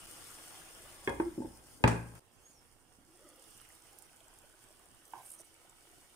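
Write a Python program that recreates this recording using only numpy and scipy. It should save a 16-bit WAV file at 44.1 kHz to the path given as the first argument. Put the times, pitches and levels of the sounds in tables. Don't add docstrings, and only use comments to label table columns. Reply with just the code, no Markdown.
import sys
import numpy as np
from scipy import signal
from scipy.fft import rfft, irfft, next_fast_len
from scipy.io import wavfile
from scipy.ndimage import uniform_filter1d, map_coordinates

SR = 44100
rng = np.random.default_rng(int(sys.argv[2]) if len(sys.argv) > 2 else 0)


def unload_audio(sound):
    columns = np.transpose(np.atleast_2d(sound))
    steps = np.round(np.clip(columns, -1, 1) * 32767)
    wavfile.write(sys.argv[1], SR, steps.astype(np.int16))


def magnitude_from_level(level_db):
    exponent = np.asarray(level_db, float) / 20
    return 10 ** exponent


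N = 271215
CUT = 2.195

# start_s, share (0-1)
LID_COVER = [(.6, 0.38), (1.06, 0.36), (1.25, 0.82), (1.5, 0.93), (3.05, 1), (3.2, 0.98), (3.5, 0.69)]


def unit(x):
    return x / np.sqrt(np.mean(x ** 2) + 1e-20)


def along(points, hz):
    f, v = np.transpose(points)
    return np.interp(np.log(hz + 1), np.log(f + 1), v)


def over_time(points):
    s, value = np.transpose(points)
    return np.interp(np.arange(N) / SR, s, value)


def wobble(rate):
    knots = rng.standard_normal(int(N * rate / SR) + 4)
    return map_coordinates(knots, [np.arange(N) * rate / SR])


def filtered(x, response):
    m = next_fast_len(N + SR // 2)
    return irfft(rfft(x, m) * response(np.fft.rfftfreq(m, 1 / SR)), m)[..., :N]


def causal(spectrum):
    size = 2048
    level = magnitude_from_level(along(spectrum, np.fft.rfftfreq(size, 1 / SR)))
    ceps = irfft(np.log(np.maximum(level, 1e-4)))
    ceps[1:size // 2] *= 2
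    ceps[size // 2 + 1:] = 0
    h = irfft(np.exp(rfft(ceps)))
    return h / np.linalg.norm(h)


def place(out, s, sound):
    out[:, round(s * SR):][:, :sound.shape[-1]] += sound


def bursts(count, spread_db):
    at, size, sign = rng.random((count, 3)).T
    height = magnitude_from_level(-spread_db * np.log(size + 0.0062))
    return np.bincount((at * N).astype(int), np.sign(sign - .5) * height, N)


def simmer_noise(spectrum, grainy, spread_db, patchy_db, count):
    # pitch_hz, likeness (0-1)
    likeness = [(60, 0.26), (290, 0.75), (640, 0.23), (1400, 0.066), (3100, .02), (5500, 0.091),
                (7500, 0.54), (10000, 1), (15000, 0.98)]
    z = signal.stft(rng.standard_normal((2, N)), nperseg=512)[2]
    field = uniform_filter1d(rng.standard_normal(z.shape[1:]), size=6, axis=0)
    field = uniform_filter1d(field, size=8, axis=1)
    pair = unit(signal.istft(z * magnitude_from_level(patchy_db * unit(field)), nperseg=512)[1][:, :N])

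    def mid_side(hz):
        turn = np.arccos(np.clip(along(likeness, hz), -1, 1)) / 2
        return np.array([np.cos(turn), np.sin(turn)])

    mid, side = filtered(pair, mid_side)
    grains = unit(bursts(count, spread_db))
    left = mid + side + grainy * grains
    right = mid - side + grainy * np.roll(grains, shift=5)
    return unit(signal.fftconvolve(np.array([left, right]), causal(spectrum)[None], axes=1)[:, :N])


def simmer():
    # pitch_hz, level_db (per Hz)
    rumble_colour = [(12, -39), (20, 4.5), (75, 0.5), (113, 1.5), (189, -7), (300, -3.5), (390, -27.5),
                     (660, -120)]
    bubble_colour = [(120, -31.5), (200, -36), (286, -19.5), (325, -2.5), (393, -7.5), (435, -8),
                     (464, -7.5), (671, -9.5), (743, -5.5), (1020, -9), (1400, -7.5), (1790, -10),
                     (2560, -11.5), (2940, -7.5), (4200, -18), (5460, -45), (9240, -120)]
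    fizz_colour = [(2600, -50), (3800, -33), (4330, -9), (5320, -4.5), (6210, -7.5), (7630, -7),
                   (8440, -2.5), (9000, -0.5), (9960, -4), (10900, -10), (13900, -14), (14800, -11),
                   (15300, -11), (15700, -23)]
    # start_s, level_db
    boil_vigour = [(0, 2), (.39, 2), (.9, 0.5), (1.5, -0.5), (2.19, -1), (2.21, -2), (2.45, 1),
                   (2.85, -1.5), (3.1, 0.5), (3.55, 3.5), (4, 1.5), (4.85, 0.5), (5.07, 1), (5.25, 2.5),
                   (5.45, 0.5), (6.15, 1.5)]
    open_db = [-63.5, -58, -56]
    lid_db = [-3.5, -14, -6.5]
    follows = [0.32, 1, 1.6]
    later_db = [-6, -5.5, -8]
    hum_db = [-63.5, -71]
    lean_db = [0.8, -5]
    lean_drift = [-0.48, 0.64]

    t = np.arange(N) / SR
    later = (t > CUT).astype(int)
    levels = np.c_[open_db] + np.c_[lid_db] * over_time(LID_COVER)
    levels = levels + np.c_[follows] * over_time(boil_vigour) + np.c_[later_db] * later
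    burble_db, patter_db, fizz_db = levels
    lean = np.take(lean_db, later) + np.take(lean_drift, later) * (t - CUT * later)
    surge = wobble(12)

    rumble = simmer_noise(rumble_colour, 0, 1, patchy_db=2.0, count=10)
    rumble *= magnitude_from_level(np.take(hum_db, later))
    bubbles = simmer_noise(bubble_colour, 0.42, 4.2, patchy_db=2.0, count=3000)
    burble = filtered(bubbles, lambda f: 1 / (1 + (f / 1100) ** 4))
    patter = bubbles - burble
    bubbles = magnitude_from_level(burble_db) * unit(burble) + magnitude_from_level(patter_db) * unit(patter)
    bubbles *= magnitude_from_level(0.2 * surge + 1.64)
    fizz = simmer_noise(fizz_colour, 0.45, 5.8, patchy_db=1.6, count=5000)
    fizz *= magnitude_from_level(fizz_db + 0.5 * surge + 0.98 * wobble(40))
    return (rumble + bubbles + fizz) * magnitude_from_level([lean / 2, -lean / 2])


def droplets():
    # start_s, level_db (peak), lean_db (left minus right)
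    loud_pops = [(0.1119, -41, 13), (0.2448, -39, 2.0), (0.304, -39.5, 0.5), (0.3144, -36, 6),
                 (0.5044, -49, 2.0), (2.152, -45, 0), (3.289, -43, -3.0), (3.3603, -48.5, 5),
                 (3.3947, -52, -3.5), (3.424, -43.5, -8), (3.4394, -48, -4.0), (3.5084, -47, -15),
                 (3.576, -45, -8), (3.615, -42, -11), (3.6517, -48, -6), (3.6885, -46.5, 2),
                 (3.713, -46, 1), (3.7224, -48, -4), (3.75, -46, -2.0), (3.8218, -47, -4),
                 (3.93, -49, -0.5), (3.987, -41.5, -14), (4.023, -46, -18), (4.0487, -57, -2),
                 (4.133, -63, 1), (4.162, -47, 0), (4.2038, -54, -1.0), (4.282, -51, 17), (4.339, -47, 1),
                 (4.3869, -44, 1), (4.419, -51, -4.0), (4.458, -54, -3), (4.497, -50, -2), (4.527, -53, -2),
                 (4.705, -51, -2), (4.6399, -45.5, -3), (4.794, -48, -1.0), (4.8577, -51, 15),
                 (4.947, -50, -1.0), (4.9985, -61, 2), (5.0537, -44.5, -1.5), (5.4545, -53, -2.0),
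                 (5.6958, -43.5, -2.5), (5.8892, -53, -2), (5.9142, -50, -2), (5.9835, -53, -2),
                 (3.2073, -52, -2), (6.0975, -49, -1)]
    # pitch_hz, level_db (per Hz)
    spit_colour = [(3000, -40), (5000, -19), (7000, -8), (8800, 0), (10500, -7), (14500, -13), (15600, -26)]
    per_s, small_size_db, spread_db, under_lid_db = 260, -64, 2.2, -18
    pitch_scatter = .06
    out, t = np.zeros((2, N + SR)), np.arange(600) / SR
    at, size, side = rng.random((round(per_s * N / SR), 3)).T * [[N / SR], [1], [1]]
    small_db = small_size_db - spread_db * np.log(size + .02)
    small_db += under_lid_db * np.interp(at, *np.transpose(LID_COVER))
    for s, db, pan_db in loud_pops + list(zip(at, small_db, 8 * (side - .75))):
        snap = rng.standard_normal(len(t)) * (magnitude_from_level(-60 * t / .009) + .3 * magnitude_from_level(-60 * t / .03))
        pitch = np.exp(pitch_scatter * rng.standard_normal())
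        snap = np.convolve(snap, causal(spit_colour * np.array([pitch, 1]))[:200])
        pan = np.array([[pan_db], [-pan_db]]) / 2
        place(out, s, magnitude_from_level(db - 2.5 + pan) * snap / abs(snap).max())
    return out[:, :N]


def ticks():
    # start_s, level_db (peak), pitch_hz
    tick_events = [(2.36, -72, 1090), (3.1993, -70, 1200), (3.442, -50, 3600), (3.5996, -52, 1410),
                   (3.601, -46, 3100), (3.614, -50, 1260), (3.651, -51, 2090), (3.703, -49, 1930),
                   (3.894, -51.5, 2946), (3.903, -56, 3000), (4.095, -53.5, 2600), (4.133, -54, 1490),
                   (4.205, -48, 3300), (4.3303, -53.5, 1036), (4.5, -56, 1364), (4.5397, -51.5, 1400),
                   (4.7443, -57, 1380), (4.798, -53, 1270), (4.944, -55, 1380), (5.025, -58, 1390),
                   (5.115, -53, 3060), (5.137, -51, 2900), (5.138, -56, 6800), (5.4, -55, 1900),
                   (5.406, -54, 400), (5.412, -56, 1000), (2.499, -53, 302), (2.986, -52.5, 220),
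                   (5.723, -56, 945)]
    cycles = 3.4
    out, t = np.zeros((2, N + SR)), np.arange(600) / SR
    for s, db, hz in tick_events:
        tick = np.sin(2 * np.pi * hz * t) * np.exp(-t * hz / cycles) * (1 - t / t[-1])
        place(out, s, magnitude_from_level(db - 2.5 + np.array([[-1.5], [1.5]])) * tick)
    return out[:, :N]


def plops():
    # start_s, level_db (peak)
    plop_events = [(2.499, -55.5), (2.987, -57), (3.141, -57), (3.275, -53), (3.326, -56), (3.727, -54.5),
                   (3.849, -52), (4.112, -51), (4.211, -50), (4.26, -50.5), (4.438, -47.5), (4.539, -55),
                   (4.705, -48.5), (5.398, -45.5), (5.648, -49.5), (5.93, -51.5)]
    open_hz, lid_ratio, scatter = 834, 0.646, 0.076
    out, t = np.zeros((2, N + SR)), np.arange(600) / SR
    for s, db in plop_events:
        hz = open_hz * lid_ratio ** np.interp(s, *np.transpose(LID_COVER))
        hz *= 1 + scatter * rng.standard_normal()
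        swell = 1 - np.exp(-t * hz * 3)
        plop = np.sin(2 * np.pi * hz * t * (1 + 8 * t)) * np.exp(-t * hz / 7.7) * swell
        place(out, s, magnitude_from_level(db - 10.0 + np.array([[-1.2], [1.2]])) * plop)
    return out[:, :N]


def nearby(x):
    echo_db, t60, change_s = -8, .05, .6
    t, clock, out = np.arange(SR // 20) / SR, np.arange(N) / SR / change_s, x.copy()
    bright = filtered(x, lambda f: 1j * f / (900 + 1j * f))
    for k in range(int(clock[-1]) + 2):
        echo = rng.standard_normal(len(t)) + 0.9 * rng.standard_normal((2, len(t)))
        echo = echo * magnitude_from_level(-60 * t / t60) * (t > .001)
        echo = magnitude_from_level(echo_db) * echo / np.linalg.norm(echo[0])
        fade = np.cos(np.pi / 2 * np.clip(clock - k, -1, 1))
        out = out + signal.oaconvolve(bright * fade, echo, axes=1)[:, :N]
    return out


def fuzzy_lines(glides, blur, flutter, steady, count):
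    out, t = np.zeros(N), np.arange(N) / SR
    for s, length, from_hz, to_hz, db in glides * count:
        u = (t - s) / length
        hz = from_hz + (to_hz - from_hz) * np.clip(u, 0, 1)
        phase = 2 * np.pi * np.cumsum(hz * (1 + blur * wobble(flutter))) / SR
        swell = magnitude_from_level(db - 12 * np.clip(2 * u - 1, -1, 1) ** 4) * (abs(u - .5) < .5)
        out += swell * (steady + wobble(flutter)) * np.sin(phase)
    return out


def hollow():
    # start_s, length_s, from_hz, to_hz, level_db
    air_gap = [
        (.55, .56, 660, 500, -72),
        (2.97, .15, 220, 350, -73),
        (3.09, .1, 340, 440, -69),
        (3.18, .2, 540, 620, -72),
        (3.235, .05, 345, 335, -68),
        (3.17, .24, 340, 320, -76),
        (3.29, .15, 500, 500, -76),
    ]
    glass_bowl = [
        (3.17, .22, 1240, 1270, -76),
        (3.12, .26, 1890, 1990, -81),
        (3.12, .62, 3400, 3030, -79.5),
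        (3.38, .28, 5200, 5900, -80),
    ]
    gap = fuzzy_lines(air_gap, 0.11, 60, 0.9, count=3)
    return gap + fuzzy_lines(glass_bowl, 0.053, 120, 0, count=4)


def kitchen(x):
    # pitch_hz, t60_s (time to fall 60 dB)
    echo_t60 = [(100, 0.71), (500, 0.4), (2000, 0.52), (5000, 0.36), (12000, 0.13)]
    hz, t, z = signal.stft(rng.standard_normal((2, SR // 2)), SR, nperseg=256)
    unlike = np.clip(hz / 900, .1, 1)[:, None]
    z = np.array([z[0] + unlike * z[1], z[0] - unlike * z[1]]) / np.sqrt(1 + unlike ** 2)
    tail = signal.istft(z * magnitude_from_level(-60 * t / along(echo_t60, hz)[:, None]), SR, nperseg=256)[1]
    late = np.pad(x, (250, 0))[None]
    return signal.fftconvolve(late, tail / np.linalg.norm(tail[0]), axes=1)[:, :N]


def struck(blows, modes, rise, thud, clatter_db, wet_db):
    # pitch_hz, level_db (per Hz)
    clatter_colour = [(120, -40.5), (200, -4.5), (526, -4), (680, -10), (957, -3), (1240, -15),
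                      (1640, -15.5), (1980, -22), (2550, -30.5), (3750, -40), (6000, -46), (7800, -94.5),
                      (13200, -120)]
    start_scatter = .3
    out, t = np.zeros((2, N + SR)), np.arange(SR // 2) / SR
    for s, db, hard in blows:
        ring = np.zeros((2, len(t)))
        for hz, level_db, t60 in modes:
            shape = magnitude_from_level(-60 * t / t60) + thud * magnitude_from_level(-60 * t / min(t60, 0.033))
            shape *= magnitude_from_level(level_db + rng.uniform(-0.42, 1)) * (1 - np.exp(-t * hz / rise))
            apart = np.array([[1], [-1]]) * rng.normal(0.12, min(hz / 2500, 1.2))
            ring += shape * np.sin(2 * np.pi * (hz * t + start_scatter * rng.random()) + apart)
        noise = rng.standard_normal((2, len(t))).ravel()
        clatter = np.convolve(noise, causal(clatter_colour))[:2 * len(t)].reshape(2, -1)
        clatter *= magnitude_from_level(clatter_db - 60 * t / 0.21) * (1 - np.exp(-t / 0.0008))
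        crack = magnitude_from_level(clatter_db - 2.5 - 60 * t / 0.0064) * (1 - np.exp(-t / 0.00083))
        crack = crack * rng.standard_normal((2, len(t)))
        push = np.hanning(3 + int(SR * 0.0024 * (1 - np.clip(hard, 0, 1)) ** 2))
        hit = signal.fftconvolve(ring / abs(ring).max() + clatter + crack, push[None] / push.sum(), axes=1)
        place(out, s, magnitude_from_level(db) * hit)
    return out[:, :N] + magnitude_from_level(wet_db) * kitchen(out[0, :N])


def lid_touch():
    # start_s, level_db, hardness (0-1)
    touches = [
        (1.0746, -18.5, 1),
        (1.098, -27, 0.53),
        (1.122, -35, 0.37),
        (1.18, -42.5, 0.4),
    ]
    # pitch_hz, level_db, t60_s
    rim_modes = [(390, 10, 0.034), (290, -16, 0.68), (552, -12, 0.4), (812, -9.5, 0.19),
                 (1060, -8.5, 0.079), (1653, -4, 0.091), (1757, -7.5, 0.09), (2110, -5.5, 0.054),
                 (2500, -10.5, 0.049), (3310, -14.5, 0.11)]
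    return struck(touches, rim_modes, 1.0, 1.13, clatter_db=-13.5, wet_db=-11.5)


def lid_edge():
    # start_s, level_db, hardness (0-1)
    edge_blows = [
        (1.0755, -39, .9),
        (1.2, -37, 0.7),
        (1.8398, -17.5, 1),
    ]
    # pitch_hz, level_db, t60_s
    edge_modes = [(2470, 3, 0.026), (1260, -6, .04), (1830, -4, .03)]
    # start_s, length_s, from_hz, to_hz, level_db
    tremble = [
        (1.24, .09, 342, 335, -47),
    ]
    ring = struck(edge_blows, edge_modes, .8, .3, clatter_db=-42, wet_db=-28)[0]
    return ring * np.array([[1.2], [-.8]]) + fuzzy_lines(tremble, .02, 40, 3, count=1)


def cooker():
    # start_s, level_db, hardness (0-1)
    jolts = [
        (1.077, -36, 0),
        (1.2, -47, 0.4),
        (1.38, -41.5, 0.4),
        (1.45, -46, 0.6),
        (1.841, -10.5, 0),
    ]
    sways = [
        (1.08, -41, 0.3),
        (1.15, -50, 0.1),
        (1.22, -46.5, .2),
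        (1.44, -48, .2),
    ]
    # pitch_hz, level_db, t60_s
    boom_modes = [(63.7, -9.5, 0.85), (104, -1, .2), (117.6, 0.5, 0.56), (173.2, -5, 0.52),
                  (225, -5.5, 0.31)]
    support_modes = [(59.8, -2, 0.59), (86, -7, 0.36)]
    boom = struck(jolts, boom_modes, 0.11, 1.12, clatter_db=-41.5, wet_db=-20.0) * magnitude_from_level([[1.1], [-1.1]])
    return boom + struck(sways, support_modes, 0.6, 0, clatter_db=-52, wet_db=-24.0)


def rattle():
    # start_s, level_db, t60_s
    shivers = [
        (1.094, -50, 0.028),
        (1.199, -59.5, 0.024),
        (1.839, -46, 0.066),
        (1.8766, -36.5, 0.063),
        (1.892, -49.5, 0.32),
        (2.153, -68, 0.15),
    ]
    # pitch_hz, level_db (per Hz)
    shiver_colour = [(1760, 1.5), (3000, -8), (3910, -14), (4290, -12), (6040, -12), (9730, -8.5),
                     (10400, -20.5), (14800, -31), (16000, -28)]
    out, t = np.zeros((2, N + SR)), np.arange(SR // 4) / SR
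    for s, db, t60 in shivers:
        noise = rng.standard_normal(len(t)) + 4 * rng.standard_normal((2, len(t)))
        place(out, s, magnitude_from_level(db - 60 * t / t60) * noise)
    return signal.fftconvolve(out, causal(shiver_colour)[None], axes=1)[:, :N]


def lid_drop():
    # start_s, level_db, hardness (0-1)
    drops = [
        (1.1995, -16, 0.8),
        (1.221, -38, 0),
        (1.255, -48, 0),
    ]
    # pitch_hz, level_db, t60_s
    glass_modes = [(338, 5.5, 0.125), (258, -14, 0.2), (395, -3, 0.08), (645, -26, 0.11), (905, -5, 0.084),
                   (1550, -15.5, 0.042), (2130, -17.5, 0.027)]
    return struck(drops, glass_modes, 0.55, 2.3, clatter_db=-19, wet_db=-15.0)


def lid_rock():
    # start_s, level_db, hardness (0-1)
    rocks = [
        (1.377, -20, 0.05),
        (1.402, -24.5, 0.1),
        (1.445, -29, 0.25),
    ]
    chinks = [
        (1.419, -35, 0.63),
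        (1.44, -44, 0.4),
    ]
    # pitch_hz, level_db, t60_s
    seat_modes = [(315, 4, 0.04), (256, -2.5, 0.12), (547, -16.5, 0.08), (853, -5.5, 0.1)]
    far_modes = [(883, 2, 0.11), (552, -5, 0.34), (296, 8, 0.058), (1560, -11, 0.034)]
    rock = struck(rocks, seat_modes, 1.3, 2.7, clatter_db=-16.5, wet_db=-16.0)
    return rock + struck(chinks, far_modes, 1.0, 0.59, clatter_db=-40, wet_db=-18.0)


def lid_knock():
    # start_s, level_db, hardness (0-1)
    knocks = [
        (1.805, -40, 0.14),
        (1.83, -33, 0),
        (1.8392, -11.5, 0.78),
        (1.8785, -24, 0.48),
        (1.915, -27, 0.59),
    ]
    # pitch_hz, level_db, t60_s
    stove_modes = [(323, -7, 0.25), (408, -8, 0.21), (470, -0.5, 0.04), (549, -9, 0.1), (887, 0, 0.054),
                   (1040, -13, 0.13), (1090, -15, 0.11), (1320, -22.5, 0.09), (1620, -4.5, 0.049),
                   (2110, -14, 0.035), (2445, 2, 0.013), (2725, -15.5, 0.054), (3300, -12.5, 0.0184),
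                   (4100, -10, 0.0096), (4700, -3.5, 0.0047)]
    return struck(knocks, stove_modes, 0.65, 3.5, clatter_db=-9.0, wet_db=-9.5)


def steam_squeaks():
    # start_s, length_s, from_hz, to_hz, level_db
    whistles = [(2.28, .035, 4600, 5100, -87), (2.36, .03, 6250, 6350, -83), (2.372, .05, 7270, 7550, -82),
                (2.415, .07, 6350, 6700, -79), (2.51, .1, 6400, 5100, -76.5), (2.44, .05, 6400, 6780, -72),
                (2.497, .03, 6850, 6200, -73), (2.55, .025, 5750, 5500, -77), (2.3, .07, 5100, 6100, -87),
                (2.485, .045, 7150, 7100, -78)]
    squeak = fuzzy_lines(whistles, .007, 150, 1.5, count=2)
    return squeak * magnitude_from_level([[-2.5], [1.5]]) + magnitude_from_level(-4) * kitchen(squeak)


def tongs():
    # start_s, hold_s, ring_db, sizzle_db, low_ring_db
    strokes = [
        (5.069, 0.17, -72.5, -70.5, -68),
        (5.256, 0.1, -56.5, -67, -81),
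        (5.398, 0.012, -55, -78.5, -49.5),
        (5.453, .005, -65, -85.5, -76),
    ]
    # start_s, level_db (peak)
    slips = [(5.2385, -50), (5.255, -52), (5.2694, -49), (5.2824, -42), (5.294, -42), (5.298, -41),
             (5.3034, -43), (5.3074, -41), (5.3318, -39), (5.338, -38.5), (5.3414, -43), (5.345, -38),
             (5.396, -50), (5.403, -37.5), (5.408, -43)]
    # pitch_hz, width_hz, level_db
    steel_tones = [(6950, 220, -44), (8776, 340, 11.5), (8810, 64, 15), (10000, 650, -1), (10370, 134, 0.5),
                   (10600, 30, -5)]
    rise, fall = 610, 1200
    t = np.arange(N) / SR
    gains = 0
    for s, hold, *levels_db in strokes:
        stroke = np.minimum(rise * (t - s), fall * (s + hold - t))
        gains = gains + magnitude_from_level(np.c_[levels_db]) * magnitude_from_level(np.minimum(0, stroke))
    ring_gain, sizzle_gain, low_gain = gains
    roughness = magnitude_from_level(3.5 * wobble(200))
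    rub = roughness * (rng.standard_normal(N) + 0.6 * rng.standard_normal((2, N)))
    catches = np.zeros(N)
    for s, db in slips:
        catches[round(s * SR):][:30] += magnitude_from_level(db + 2.0) * rng.standard_normal(30)

    def mode(f, centre, width):
        return 1j * f * width / (centre * centre - f * f + 1j * f * width)

    def steel(f):
        return sum((-1) ** k * magnitude_from_level(db) * mode(f, c, w + 150) for k, (c, w, db) in enumerate(steel_tones))

    ring = ring_gain * unit(filtered(rub, steel)) + filtered(catches, steel)
    sizzle = sizzle_gain * unit(filtered(rub, lambda f: mode(f, 13400, 6100) ** 2))
    low = low_gain * magnitude_from_level(-10.5) * unit(filtered(rub, lambda f: mode(f, 5960, 700) ** 2))
    return (ring + sizzle + low) * magnitude_from_level([[-2.2], [2.2]])


def slap():
    # level_db, hold_s, t60_s, from_hz, drift (Hz per s), width_hz
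    slosh = (-53.5, .05, .22, 980, -1900, 420)
    start_s, length_s, knock_hz, knock_db = 5.1342, .007, 900, -34
    t = np.arange(N) / SR - start_s
    swell = np.sin(np.pi * np.clip(t / length_s, 0, 1)) ** 2
    knock = magnitude_from_level(knock_db) * swell * np.sin(2 * np.pi * knock_hz * t)
    db, hold, t60, from_hz, drift, width = slosh
    late = np.clip(t - length_s, 0, .3)
    phase = 2 * np.pi * (from_hz * late + drift * late ** 2 / 2)
    band = np.array([wobble(width) * np.sin(phase) + wobble(width) * np.cos(phase) for _ in range(3)])
    fade = magnitude_from_level(db - 60 * np.maximum(late - hold, 0) / t60) * (late > 0) * (late < .3)
    return (knock + fade * (band[0] + 0.35 * band[1:])) * magnitude_from_level([[-2.2], [2.2]])


def tap():
    # start_s, level_db, hardness (0-1)
    taps = [
        (5.1345, -47, 0.92),
    ]
    # pitch_hz, level_db, t60_s
    base_modes = [(796, -3, 0.18), (860, -9, 0.13), (973, -9, 0.18), (1085, -2.5, 0.12), (1560, 14, 0.028),
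                  (2600, 10, 0.011), (6720, -10, 0.039)]
    return struck(taps, base_modes, 2.1, 1.5, clatter_db=-8.0, wet_db=-5) * magnitude_from_level([[-2.2], [2.2]])


def scene():
    boiling = nearby(simmer() + droplets() + ticks() + plops())
    knocks = lid_touch() + cooker() + rattle() + lid_drop() + lid_rock() + lid_knock()
    knocks = filtered(knocks, lambda f: (1j * f / (38 + 1j * f)) ** 2)
    knocks = knocks * (np.arange(N) < CUT * SR)
    return boiling + hollow() + knocks + lid_edge() + steam_squeaks() + tongs() + slap() + tap()


def low_pass(x):
    return signal.sosfilt(signal.butter(12, 16600, fs=SR, output="sos"), x)


def record(dry):
    # start_s (centre), half_width_s
    brief_dips = [
        (.066, 0.0044),
        (2.2, 0.004),
    ]
    t = np.arange(N) / SR
    dips = np.prod([np.clip(abs(t - s) / half, .1, 1) for s, half in brief_dips], axis=0)
    return low_pass(filtered(dry * dips, lambda hz: hz < 15770))


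dry = scene()
out = record(dry)
unload_audio(out)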